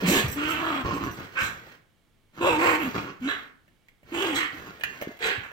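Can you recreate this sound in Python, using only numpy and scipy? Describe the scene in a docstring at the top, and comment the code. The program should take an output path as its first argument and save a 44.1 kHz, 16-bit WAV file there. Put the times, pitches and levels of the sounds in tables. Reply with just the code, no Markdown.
"""A small dog growls through a plastic ball held in its mouth, rattles its voice and snorts through its nose.
Pulses and puffs of air through throat resonances make the voice; clumped noise makes snorts and cloth.
The quilt brushes the microphone, the ball clacks and the collar tags jingle as decaying modes.
Soft bumps, crinkling bedding and a shuddering mattress lie below, in a carpeted bedroom with a short tail."""
import sys
import numpy as np
from scipy import signal
from scipy.fft import rfft, irfft, next_fast_len
from scipy.io import wavfile
from scipy.ndimage import uniform_filter1d

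SR = 44100
rng = np.random.default_rng(int(sys.argv[2]) if len(sys.argv) > 2 else 0)


def unload_wav(signal):
    """Save mono or channel-first audio to the path in sys.argv[1] as 16-bit WAV at rate SR, clipped to [-1, 1]."""
    wavfile.write(
        sys.argv[1],
        SR,
        np.round(np.clip(np.atleast_2d(signal).T, -1, 1) * 32767).astype(np.int16),
    )


N = 243431  # length of the scene [samples]
TIME = np.arange(N) / SR

# growl segments, each with its own throat colour; overlapping segments make up one growl: # (start [s], length
# [s], time to the peak of effort [s], # first pitch [Hz], peak pitch [Hz], last pitch [Hz], # fundamental at
# the start before slack [dB], its change over the segment [dB], overtones before trim and slack [dB], # mouth
# resonance at the peak [Hz], resonance behind the teeth [Hz], its strength at the peak [dB], # roughness at the
# peak [0-1], half the strength of the split beat against the fundamental [ratio])
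GROWL_SEGMENTS = [ (0.351, 0.27, 0.16, 285.3, 320.1, 310.8, -28.5, -11, -33.5, 1450, 2850, -7.5, .36, 0.079),
                  (0.567, 0.27, 0.11, 311.6, 332.9, 246.5, -34.5, 3.5, -32.5, 1230, 2680, -6, 0.48, 0.07),
                  (2.395, 0.19, 0.074, 322.7, 366.5, 297.6, -26, -6.5, -26.5, 950, 2780, -2, 0.46, 1.2),
                  (2.565, 0.22, 0.11, 299.5, 351, 305.6, -24.5, -7, -25.5, 1030, 2480, -14.5, 0.5, 0.5),
                  (2.775, 0.125, 0.03, 319.4, 313.7, 240.2, -34.5, 8.5, -35.5, 1250, 2550, 1, 0.7, 0.088),
                  (3.208, 0.086, 0.073, 246, 284, 280, -32.5, 6.5, -41.5, 1460, 2950, 10, 0.29, 0),
                  (4.112, 0.255, 0.12, 317.3, 384.1, 275.3, -31, 1.5, -32.5, 1120, 3020, -8, 0.57, 0.073),
                  (4.357, 0.11, 0.025, 323, 323.7, 309, -35, -5, -41, 1250, 2900, -6, .42, 0.24), ]
# one throat colour a segment, as the jaw shifts on the ball: (frequency [Hz], density [dB per Hz])
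GROWL_THROATS = [
    [(260, -48), (450, -4.5), (1050, 2), (1340, 6), (1630, -2.5), (2830, 4), (4770, -25), (7690, -19.5),
     (9070, -38), (9770, -28), (10800, -53.5), (12400, -22), (13600, -58), (15100, -34), (16000, -55)],
    [(260, -54), (450, -27), (538, -6.5), (674, -0.5), (771, -6.5), (1210, -4), (2070, -10), (3280, -14.5),
     (6340, -44), (7810, -28), (8930, -61), (10100, -45), (14800, -41), (16000, -37)],
    [(350, -31.5), (600, -9), (906, 0), (1430, -3.5), (1980, -12), (2650, -2.5), (3080, -16), (3730, -11.5),
     (4340, -33.5), (5400, -27.5), (6030, -35), (7730, -20), (9490, -56), (10600, -31.5), (16000, -39)],
    [(260, -35), (450, 5), (616, -8.5), (922, 0), (993, -12.5), (1070, -3.5), (1380, -6), (2660, -7),
     (3140, -19.5), (5300, -30.5), (5790, -36), (7580, -23), (9770, -49), (11700, -32.5), (16000, -39)],
    [(260, -29), (450, 2), (650, -8), (1380, -7.5), (2660, -5), (3300, -15), (5500, -40), (7580, -25),
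     (9770, -57), (11700, -22.5), (16000, -35)],
    [(260, -26), (450, -3), (1190, -8), (1530, 5), (1920, -13), (2260, 2), (4300, -22), (7140, -16.5),
     (16000, -61)],
    [(260, -48), (450, 8), (635, -8), (868, 1), (979, -11), (1440, -4.5), (1750, -5), (3000, -3.5),
     (4170, -22.5), (4630, -22.5), (5710, -26.5), (7690, -21), (11000, -42), (12200, -31), (16000, -32)],
    [(260, -35), (450, -10), (1500, -2), (3000, 1), (4500, -18), (7700, -26), (16000, -41)],
]
EFFORT_SHAPE = 1.3  # exponent; above 1 the effort is pointed
# change from the peak of effort to full slack
SLACK_CHEST_DB, SLACK_VOICE_DB, SLACK_TEETH_DB = -2.5, -7, -14.5
SLACK_MOUTH, SLACK_ROUGH = 0.065, 0.06  # share by which the mouth resonance drops; added roughness
# the overtones open gradually and close more abruptly; each segment has short edges
VOICE_OPEN_S, VOICE_CLOSE_S, GROWL_EDGE_S = 0.034, 0.026, 0.016


def growl(row, throat, jitter=0.12, flutter=0.54, mouth_db=2, mouth_width=240, teeth_width=480, trim_db=3):
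    """Folds beat unevenly under flapping tissue; one arch of effort steers pitch, level, mouth and roughness."""
    (start, length, peak_s, first_hz, top_hz, last_hz, low_db, change_db, high_db,
     mouth_hz, teeth_hz, bared_db, rough, beating) = row
    t = clock(length)
    size = len(t)
    effort = np.interp(t, [0, min(peak_s, t[-1]), length], [0, 1, 0]) ** EFFORT_SHAPE
    slack = 1 - effort
    hz = top_hz * effort + np.where(t < peak_s, first_hz, last_hz) * slack
    rough = np.clip(rough + SLACK_ROUGH * slack, 0, 1)
    turns = np.cumsum(hz * (1 + jitter * rough * wander(size, 170))) / SR
    flap = np.exp(flutter * rough * wander(size, 150))

    # rough growls trade clean pulses for puffs of air
    puffs = (0.15 + np.exp(-(turns % 1) / 0.25)) * rng.standard_normal(size)
    drive = flap * ((1 - rough) * pulses(turns) + rough * evened(puffs))
    voice = colour(colour(drive, throat), [(250, -26.5), (400, -29), (500, -12)])
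    mouth = amp(mouth_db) * resonate(voice, mouth_hz * (1 - SLACK_MOUTH * slack), mouth_width)
    teeth = amp(bared_db + SLACK_TEETH_DB * slack) * resonate(voice, teeth_hz, teeth_width)
    opening = np.clip(np.minimum(t / VOICE_OPEN_S, (length - t) / VOICE_CLOSE_S), 0, 1)
    overtone_gain = amp(high_db + trim_db + SLACK_VOICE_DB * slack)
    overtones = opening * overtone_gain * steadied(voice + mouth + teeth)

    # the fundamental leaves through the chest and nose, past the ball that blocks the mouth
    chest = steadied(flap * np.cos(2 * np.pi * turns))
    # pushed hard, the folds split into strong and weak beats: a line at 1.5 times the pitch
    split = 2 * beating * effort * steadied(flap * np.cos(3 * np.pi * turns))
    chest_gain = amp(low_db + change_db * t / length + SLACK_CHEST_DB * slack)
    low = chest_gain * (chest + split)
    edges = np.clip(np.minimum(t, length - t) / GROWL_EDGE_S, 0, 1)
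    return start, edges * (low + overtones)


# low rattling growls: (start [s], attack [s], hold [s], level before trim [dB], mouth resonance [Hz])
RATTLING_GROWLS = [(0.84, 0.015, 0.11, -30.5, 1050), (0.988, .03, 0.067, -32, 1020),
                   (1.17, .02, 0.026, -41, 1490), (2.368, .014, .025, -40.5, 1240),
                   (2.925, 0.036, 0.026, -29.5, 1420), (3.008, .025, .07, -39.5, 1400),
                   (4.524, 0.011, 0.0026, -45.5, 1350), (4.636, 0.044, .02, -44, 1390)]
# throat colour of the rattles: (frequency [Hz], density [dB per Hz])
RATTLING_THROAT = [(35, -34.5), (60, -12), (206, 3), (237, -9), (273, 5), (629, -12.5), (994, -11.5),
                   (1080, -7), (2080, -19.5), (2860, -16), (3090, -26), (7000, -37), (9100, -64),
                   (15400, -120)]
RATTLE_T60_S = 0.14


def rattle(start, attack, hold, db, mouth_hz, hz=116, jitter=0.18, air=0.97, uneven_db=2,
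           trim_db=-0.5, mouth_width=150):
    """The voice drops to slow, uneven slaps of the folds."""
    t = clock(attack + hold + RATTLE_T60_S)
    size = len(t)
    turns = np.cumsum(hz * (1 + jitter * wander(size, 80))) / SR
    puffs = evened((0.14 + np.exp(-(turns % 1) / 0.22)) * rng.standard_normal(size))
    slaps = (pulses(turns) + air * puffs) * amp(uneven_db * wander(size, 70))
    voice = colour(slaps, RATTLING_THROAT)
    voice = voice + resonate(voice, mouth_hz, mouth_width)
    envelope = swell(t, attack, hold, RATTLE_T60_S)
    return start, envelope * amp(db + trim_db) * steadied(voice, size=1500)


# snorts: (start [s], attack [s], hold [s], nose resonances before trim [dB], hiss before trim [dB],
#  time to the peak of the hiss [s])
NOSE_SNORTS = [(1.345, 0.036, 0.034, -30.5, -37.5, 0.1), (3.265, 0.024, .02, -32.5, -47.5, 0.029),
               (4.336, 0.037, 0.057, -33, -32.5, 0.027), (5.188, .06, .058, -31, -37.5, .074),
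               (5.418, 0.017, 0.0085, -45.5, -59, 0.02)]
# one nasal colour a snort: (frequency [Hz], density [dB per Hz])
NOSE_PASSAGES = [
    [(120, -47.5), (200, -18), (288, -27), (480, -17), (535, -7), (628, -34.5), (681, -22), (967, -16.5),
     (1230, -6), (1340, -11.5), (1530, -1), (1950, -14), (2500, -6), (3200, -22.5), (5000, -37),
     (6500, -58), (11000, -120)],
    [(240, -40), (400, -1.5), (474, -8.5), (1000, -12.5), (1150, 0), (1610, 3), (2120, -0.5), (2390, -6),
     (2740, -7), (3880, -8.5), (5000, -57), (6500, -61), (11000, -120)],
    [(240, -21), (400, -4), (617, -32), (778, 2), (838, -18), (1240, 4.5), (1350, 1), (1550, 0), (1990, 10),
     (2490, -1), (3110, -4), (5000, -32), (6500, -72), (11000, -120)],
    [(120, -58), (200, -13.5), (312, -16), (443, -0.5), (637, -25), (709, -8.5), (1010, -20.5),
     (1660, -1.5), (1870, -9), (2000, -2), (2260, -11.5), (2550, -6.5), (3870, -16.5), (5000, -34),
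     (6500, -67), (11000, -120)],
    [(240, -41), (400, -17), (1060, -7), (1700, -1.5), (2150, -12), (2490, -3), (3170, -30), (5000, -46),
     (6500, -57), (11000, -120)],
]
# hiss above the nose resonances: (frequency [Hz], density [dB per Hz])
NOSTRIL_HISS = [(2350, -3.5), (4000, 1.5), (4540, -12), (5500, -8.5), (5970, -10), (7790, -6),
                (9440, -26.5), (13000, -15), (16000, -23)]
SNORT_T60_S, HISS_T60_S = 0.33, 0.29


def snort(row, passage, trim_db=2.5, hiss_trim_db=-1):
    """Air forced through fluttering nostrils: clumped noise rings the nose and hisses above it."""
    start, attack, hold, db, high_db, hiss_s = row
    t = TIME[:SR // 2]
    air = crinkle(len(t), clump_db=3, clump_hz=154)
    nose = swell(t, attack, hold, SNORT_T60_S) * steadied(colour(air, passage))
    hiss = swell(t, hiss_s, hold=0.0053, t60=HISS_T60_S) * steadied(colour(air, NOSTRIL_HISS))
    return start, amp(db + trim_db) * nose + amp(high_db + hiss_trim_db) * hiss


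# quilt against the microphone, as a thin fizz that sags and a harder scrape that grows over its hold:
# (start [s], attack [s], hold [s], t60 [s], level before its filter [dB], change over the hold [dB])
QUILT_FIZZ = (0.045, .05, .1, .25, -24, -5.5)
QUILT_SCRAPE = (0.004, .085, .095, .27, -30.5, 5.5)
# the case shakes at the touch and in the drag:
# (start [s], attack [s], hold [s], t60 [s], level [dB], change over the hold [dB])
CASE_RUBS = [(0.008, .025, 0.014, 0.14, -30, -0.88), (0.068, .022, 0.11, 0.13, -26.5, -1.1)]
# colour of the scraping fibres: (frequency [Hz], density [dB per Hz])
FIBRE_COLOUR = [(410, -4.5), (700, -7.5), (819, -5), (1200, -2.5), (1420, -11.5), (1710, 1), (2000, -2),
                (2590, 0), (5060, -16), (7990, -10.5), (9860, -32.5), (11800, -17), (16000, -24)]
# colour of the shaken case: (frequency [Hz], density [dB per Hz])
CASE_COLOUR = [(80, -29), (140, 0), (300, 8.5), (500, 1), (700, -8.5), (1200, -25), (4000, -69)]


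def brush():
    """Quilt fibres catch and let go in clumps of noise, and shake the microphone's case."""
    fibres = steadied(colour(crinkle(SR, clump_db=2, clump_hz=292), FIBRE_COLOUR))
    fizz = colour(fibres, [(3000, -30), (5000, 0.5)])
    scrape = colour(fibres, [(4000, 1), (7000, -21.5)])
    rub = steadied(colour(rng.standard_normal(SR), CASE_COLOUR))
    pressing = sum(stroke(*row) for row in CASE_RUBS)
    fibre_sound = stroke(*QUILT_FIZZ)[:SR] * fizz + stroke(*QUILT_SCRAPE)[:SR] * scrape
    return 0, fibre_sound + pressing[:SR] * rub


# teeth and claws on the ball: (time [s], strike level [dB], ring against the strike [dB],
#  dull knock against the strike [dB])
BALL_CLACKS = [(1.672, -47, -31, 6), (3.679, -51, -18, -6), (3.884, -43, -44, -24), (4.031, -52.5, -33, 5),
               (4.797, -37, -28, -4), (4.81, -47, 4, 6), (4.836, -17.5, -10, -19), (5.014, -26, -17, -2),
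               (5.0225, -23.5, -32, 3.5), (5.039, -42, -19, -8), (5.171, -40, -34, -27),
               (5.19, -35, -30, -26), (5.516, -46, -8, 5)]
# modes of the hollow ball: (frequency [Hz], level before random weighting [dB], t60 [s])
BALL_MODES = [(1634, -1.5, 0.1), (1753, 6, 0.05), (2060, -14, 0.8), (2460, 2, 0.027), (2740, -21.5, 0.87),
              (2920, 6.5, 0.015), (3270, -27, 0.15), (6573, -31, 0.74), (7171, -33.5, 0.38)]


def clack(s, db, ring_db, knock_db, tick_t60=0.016, knock_hz=600, knock_t60=0.016):
    """A hard tick of noise, the ring of the ball and a dull knock of the jaw."""
    shell = ring(BALL_MODES, spread_db=1)
    t = np.arange(len(shell)) / SR
    tick_colour = [(300, -27), (1200, 1), (2200, 22), (4500, -5), (8000, -3), (10000, -12), (15000, -1.5)]
    tick = evened(colour(rng.standard_normal(len(t)), tick_colour)) * amp(-60 * t / tick_t60)
    knock = np.sin(2 * np.pi * knock_hz * t) * amp(-60 * t / knock_t60)
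    return s, amp(db) * (0.54 * tick + amp(ring_db) * shell + amp(knock_db) * knock)


# collar tags meeting: (time around which the chatter starts [s], first touch before halving [dB])
TAG_JINGLES = [(0.254, -61), (0.282, -38), (0.314, -35), (0.478, -42), (0.497, -39), (0.71, -57),
               (0.936, -47), (1.03, -46), (1.11, -48.5), (2.83, -54)]
# modes of the metal tags: (frequency before detuning [Hz], level before random weighting [dB], t60 [s])
TAG_MODES = [(5530, -9.5, 0.049), (5970, -0.5, 0.041), (7620, -5.5, 0.17), (10140, -29, .1),
             (10000, -17.5, 0.14), (11770, -5.5, 0.093), (12800, -8, .1), (14696, -1, 0.036),
             (14800, -12.5, 0.092)]


def jingle(s, db, count=5, fall_db=2):
    """Tags chatter a few times, each touch softer and freshly detuned."""
    chatter = np.zeros(SR // 2)
    delays = np.cumsum(rng.uniform(0.003, 0.013, count)) - 0.006
    for touch, delay in enumerate(delays):
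        metal = ring(TAG_MODES, spread_db=6, detune=0.007) / 2
        add(chatter, delay, amp(db - fall_db * touch) * metal)
    return s, chatter


# soft bumps on bed and microphone: (time [s], envelope peak [dB], settled pitch [Hz], time to the peak [s])
SOFT_BUMPS = [(0.018, -20.5, 168, 0.032), (0.073, -17, 172.5, .019), (0.101, -21.5, 325.4, 0.016),
              (0.152, -23, 336, 0.017), (0.235, -20.5, 120.5, 0.014), (0.265, -26.5, 75.6, 0.024),
              (5.072, -22.5, 292, 0.0025), (5.086, -32.5, 241, 0.0063), (5.101, -41, 375, 0.01),
              (5.375, -34.5, 97.4, 0.012)]


def bump(s, db, hz, rise, sag=0.45):
    """A padded blow: a few low cycles whose pitch sags as the contact relaxes."""
    t = np.arange(SR // 4) / SR
    u = t / max(rise, 0.001)
    turns = np.cumsum(hz * (1 + sag * np.exp(-2 * u))) / SR
    envelope = u ** 2 * np.exp(1 - u ** 2)
    return s, amp(db) * envelope * np.sin(2 * np.pi * turns)


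# bouts of romping that stir the bedding:
# (start [s], attack [s], hold [s], t60 [s], level [dB], change over the hold [dB])
ROMPING_BOUTS = [(0.0, 0.0033, 0.36, 0.63, -37, -6), (0.365, .1, 0.71, 0.12, -42.5, -6),
                 (1.136, 0.083, 0.031, 0.25, -44.5, -2), (1.25, 0.11, 0.38, 0.25, -50, -4),
                 (2.304, 0.16, 0.53, 0.52, -43.5, 1.5), (3.173, 0.07, .17, .4, -52.5, 0.5),
                 (4.023, 0.11, 0.45, .3, -51.5, -4), (4.487, 0.084, 0.17, 0.4, -50, -0.5),
                 (4.791, .08, 0.24, 0.4, -49.5, -1.5), (5.178, 0.046, .25, 0.65, -52.5, -3)]
# colour of the sheets: (frequency [Hz], density [dB per Hz])
SHEET_COLOUR = [(88, -43.5), (150, -3.5), (398, -1.5), (431, 1), (484, -5), (941, -8.5), (1690, -5),
                (2060, -9), (7470, -28.5), (9440, -42.5), (15100, -26), (16000, -37.5)]


def bedding(romping):
    """Sheets crinkle in clumps of noise as the dog steps and turns."""
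    return romping * evened(colour(crinkle(N, clump_db=2.5, clump_hz=120), SHEET_COLOUR))


# the dog's weight lands on the mattress: (time [s], level before trim [dB])
PAW_LANDINGS = [(0.24, -35), (0.44, -48), (0.53, -44.5), (0.66, -47), (0.832, -32), (0.91, -42),
                (1.02, -37), (1.175, -47), (1.41, -37.5), (1.52, -62), (2.41, -36.5), (2.5, -43),
                (2.65, -43.5), (2.94, -45), (3.19, -49), (3.66, -64.5), (4.02, -57), (4.14, -46),
                (4.24, -61), (4.581, -53), (4.82, -54), (5.23, -53.5), (5.36, -53)]
# colour of the mattress: (frequency [Hz], density [dB per Hz])
MATTRESS_COLOUR = [(15, -24.5), (25, -12.5), (35, -13.5), (70, -3), (120, -2), (190, -7.5), (350, -12.5),
                   (900, -55)]


def rumble(romping, shake_db=-9, trim_db=-1.5, apart=0.51):
    """The mattress shudders under the romping and after each landing, nearly alike in both ports."""
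    shake = amp(shake_db) * romping
    thud = swell(TIME[:SR], attack=0.02, hold=0, t60=0.48)
    for s, db in PAW_LANDINGS:
        add(shake, s, amp(db) * thud)
    noise = rng.standard_normal(N) + apart * rng.standard_normal((2, N))
    return amp(trim_db) * shake * evened(colour(noise, MATTRESS_COLOUR))


# colour of the quiet house: (frequency [Hz], density [dB per Hz])
HOUSE_COLOUR = [(12, -35.5), (20, 2), (60, -14), (96, -5.5), (718, -22.5), (2080, -25.5), (2260, -21.5),
                (2460, -29.5), (3070, -26), (4180, -31.5), (4940, -34.5), (6360, -35.5), (16000, -39)]


def floor(level_db=-65.5):
    """The quiet of the house: steady noise, half shared by the ports."""
    noise = rng.standard_normal(N) + rng.standard_normal((2, N))
    return amp(level_db) * evened(colour(noise, HOUSE_COLOUR))


# decay of the bedroom: (frequency [Hz], t60 [s])
ROOM_DECAY = [(150, 0.74), (500, 0.54), (1500, 0.47), (3000, 0.31), (8000, 0.16), (16000, 0.096)]


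def reflections(early=2.43, early_s=0.0076):
    """Bed and wall answer at once; dense echoes follow in both ports and die band by band."""
    after = TIME[:SR // 2]
    sparse = rng.random((2, SR // 2)) < 0.12
    taps = rng.standard_normal((2, SR // 2)) * sparse * (after > 0.0006)
    hz, t, z = signal.stft(taps * (1 + early * np.exp(-after / early_s)), SR, nperseg=256)
    t60 = read(ROOM_DECAY, hz)[:, None]
    tail = signal.istft(z * amp(-60 * t / t60) / np.sqrt(t60), SR, nperseg=256)[1]
    return tail / np.linalg.norm(tail, axis=1, keepdims=True)


# room against direct sound: (frequency [Hz], gain [dB])
ROOM_GAIN = [(100, -12), (300, -5.5), (700, 1.5), (1500, 4.5), (4000, 3.5), (14000, 6)]


def room(x, lag=9):
    """Direct sound reaches the right a few samples late; echo patterns crossfade as dog and microphone move."""
    wet = np.zeros((2, N))
    for place in range(4):
        away = (TIME * 9 - place + 2) % 4 - 2  # nine places a second, cycling through four
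        here = np.cos(np.pi / 2 * np.clip(away, -1, 1))
        wet += signal.oaconvolve((x * here)[None], reflections(), axes=1)[:, :N]
    direct = np.array([x, np.pad(x, (lag, 0))[:N]])
    return direct + colour(wet, ROOM_GAIN)


def ring(modes, spread_db, detune=0):
    """Dying modes; each blow lands elsewhere and so weights them anew."""
    t, out = np.arange(SR // 3) / SR, 0
    for hz, db, t60 in modes:
        weight, shift, phase = rng.uniform(-1, 1, 3)
        decay = amp(db + spread_db * weight - 60 * t / t60)
        out = out + decay * np.sin(2 * np.pi * hz * (1 + detune * shift) * t + np.pi * phase)
    return out


def resonate(x, hz, width):
    """A resonance of gain 1 that follows the curve hz."""
    turn = np.exp(2j * np.pi * np.cumsum(hz * np.ones(len(x))) / SR)
    r = np.exp(-np.pi * width / SR)
    # shift the resonance down to 0 Hz, smooth, and shift back
    return 2 * (turn * signal.lfilter([1 - r], [1, -r], x / turn + 1e-18)).real


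def pulses(turns):
    """One sharp pulse at each whole turn."""
    whole = np.floor(turns)
    return evened(np.diff(whole, prepend=whole[0]) + 1e-9)


def crinkle(size, clump_db, clump_hz):
    """Noise whose level wanders in decibels, so that it comes in clumps."""
    return evened(rng.standard_normal(size) * amp(clump_db * wander(size, clump_hz)))


def wander(size, hz):
    """Smooth, bounded chance of rms 1, fading out above hz."""
    length = next_fast_len(size)
    f = np.fft.rfftfreq(length, 1 / SR)
    smooth = np.exp(-(f / hz) ** 2) * (f > 0)
    drift = irfft(rfft(rng.standard_normal(length)) * smooth, length)[:size]
    return evened(np.tanh(evened(drift)))


def stroke(start, attack, hold, t60, db, droop_db):
    """The gain of one movement over the whole scene."""
    return amp(db) * swell(TIME - start, attack, hold, t60, droop_db)


def swell(t, attack, hold, t60, droop_db=0):
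    """A smooth rise, a hold that may change level, and a dying release."""
    rise = np.sin(np.pi / 2 * np.clip(t / max(attack, 0.001), 0, 1)) ** 2
    held = np.clip((t - attack) / max(hold, 0.001), 0, 1)
    released_s = np.maximum(t - attack - hold, 0)
    return rise * amp(droop_db * held - 60 * released_s / t60)


def steadied(x, size=900):
    """Holds the power near 1 over size samples: the breath stays steady however the sound stumbles."""
    return x / np.sqrt(abs(uniform_filter1d(x ** 2, size)) + 1e-12)


def evened(x):
    """Scales to rms 1."""
    return x / np.sqrt(np.mean(x ** 2) + 1e-20)


def colour(x, points):
    """Minimum-phase filter from (frequency [Hz], gain [dB]): it rings only after it is struck."""
    size = 2 * next_fast_len(x.shape[-1] // 2 + 4096)
    gain_db = np.maximum(read(points, abs(np.fft.fftfreq(size, 1 / SR))), -100)
    log_gain = np.log(amp(gain_db))
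    response = np.exp(np.conj(signal.hilbert(log_gain)))[:size // 2 + 1]
    return irfft(rfft(x, size) * response, size)[..., :x.shape[-1]]


def read(points, hz):
    """Reads a table of (frequency [Hz], value) on a log-frequency axis."""
    f, value = np.transpose(points)
    return np.interp(np.log(hz + 1), np.log(f + 1), value)


def amp(db):
    """Decibels to gain."""
    return 10 ** (np.asarray(db) / 20)


def clock(length):
    """Sample times of a sound, from its own start."""
    return np.arange(round(length * SR)) / SR


def add(mix, s, sound):
    """Mixes a sound in at time s."""
    part = mix[max(round(s * SR), 0):][:len(sound)]
    part += sound[:len(part)]


def scene():
    """The dog and its things sound in the room; bumps reach the microphone directly."""
    romping = sum(stroke(*row) for row in ROMPING_BOUTS)
    in_room, near = bedding(romping), np.zeros(N)
    for row, throat in zip(GROWL_SEGMENTS, GROWL_THROATS):
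        add(in_room, *growl(row, throat))
    for row in RATTLING_GROWLS:
        add(in_room, *rattle(*row))
    for row, passage in zip(NOSE_SNORTS, NOSE_PASSAGES):
        add(in_room, *snort(row, passage))
    add(in_room, *brush())
    for row in BALL_CLACKS:
        add(in_room, *clack(*row))
    for row in TAG_JINGLES:
        add(in_room, *jingle(*row))
    for row in SOFT_BUMPS:
        add(near, *bump(*row))
    return room(in_room) + near + rumble(romping) + floor()


# balance of the two microphone ports: (frequency [Hz], left minus right [dB])
PORT_BALANCE = [(60, 0), (270, -1), (500, -0.5), (900, 0), (1400, -3), (2200, -7), (3300, -9), (5500, -4.5),
                (9000, -4.5), (15000, 2)]
EDGE_HZ = 15950  # upper band limit


def record(dry):
    """Splits the port balance evenly between left and right, then limits the band."""
    size = next_fast_len(N + 2048)
    half_db = read(PORT_BALANCE, np.fft.rfftfreq(size, 1 / SR)) / 2
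    ports = irfft(rfft(dry, size) * amp([half_db, -half_db]), size)[:, :N]
    low_pass = signal.firwin(511, EDGE_HZ, window=("kaiser", 9), fs=SR)
    return signal.oaconvolve(ports, low_pass[None], "same", axes=1)


dry = scene()
out = record(dry)
unload_wav(out)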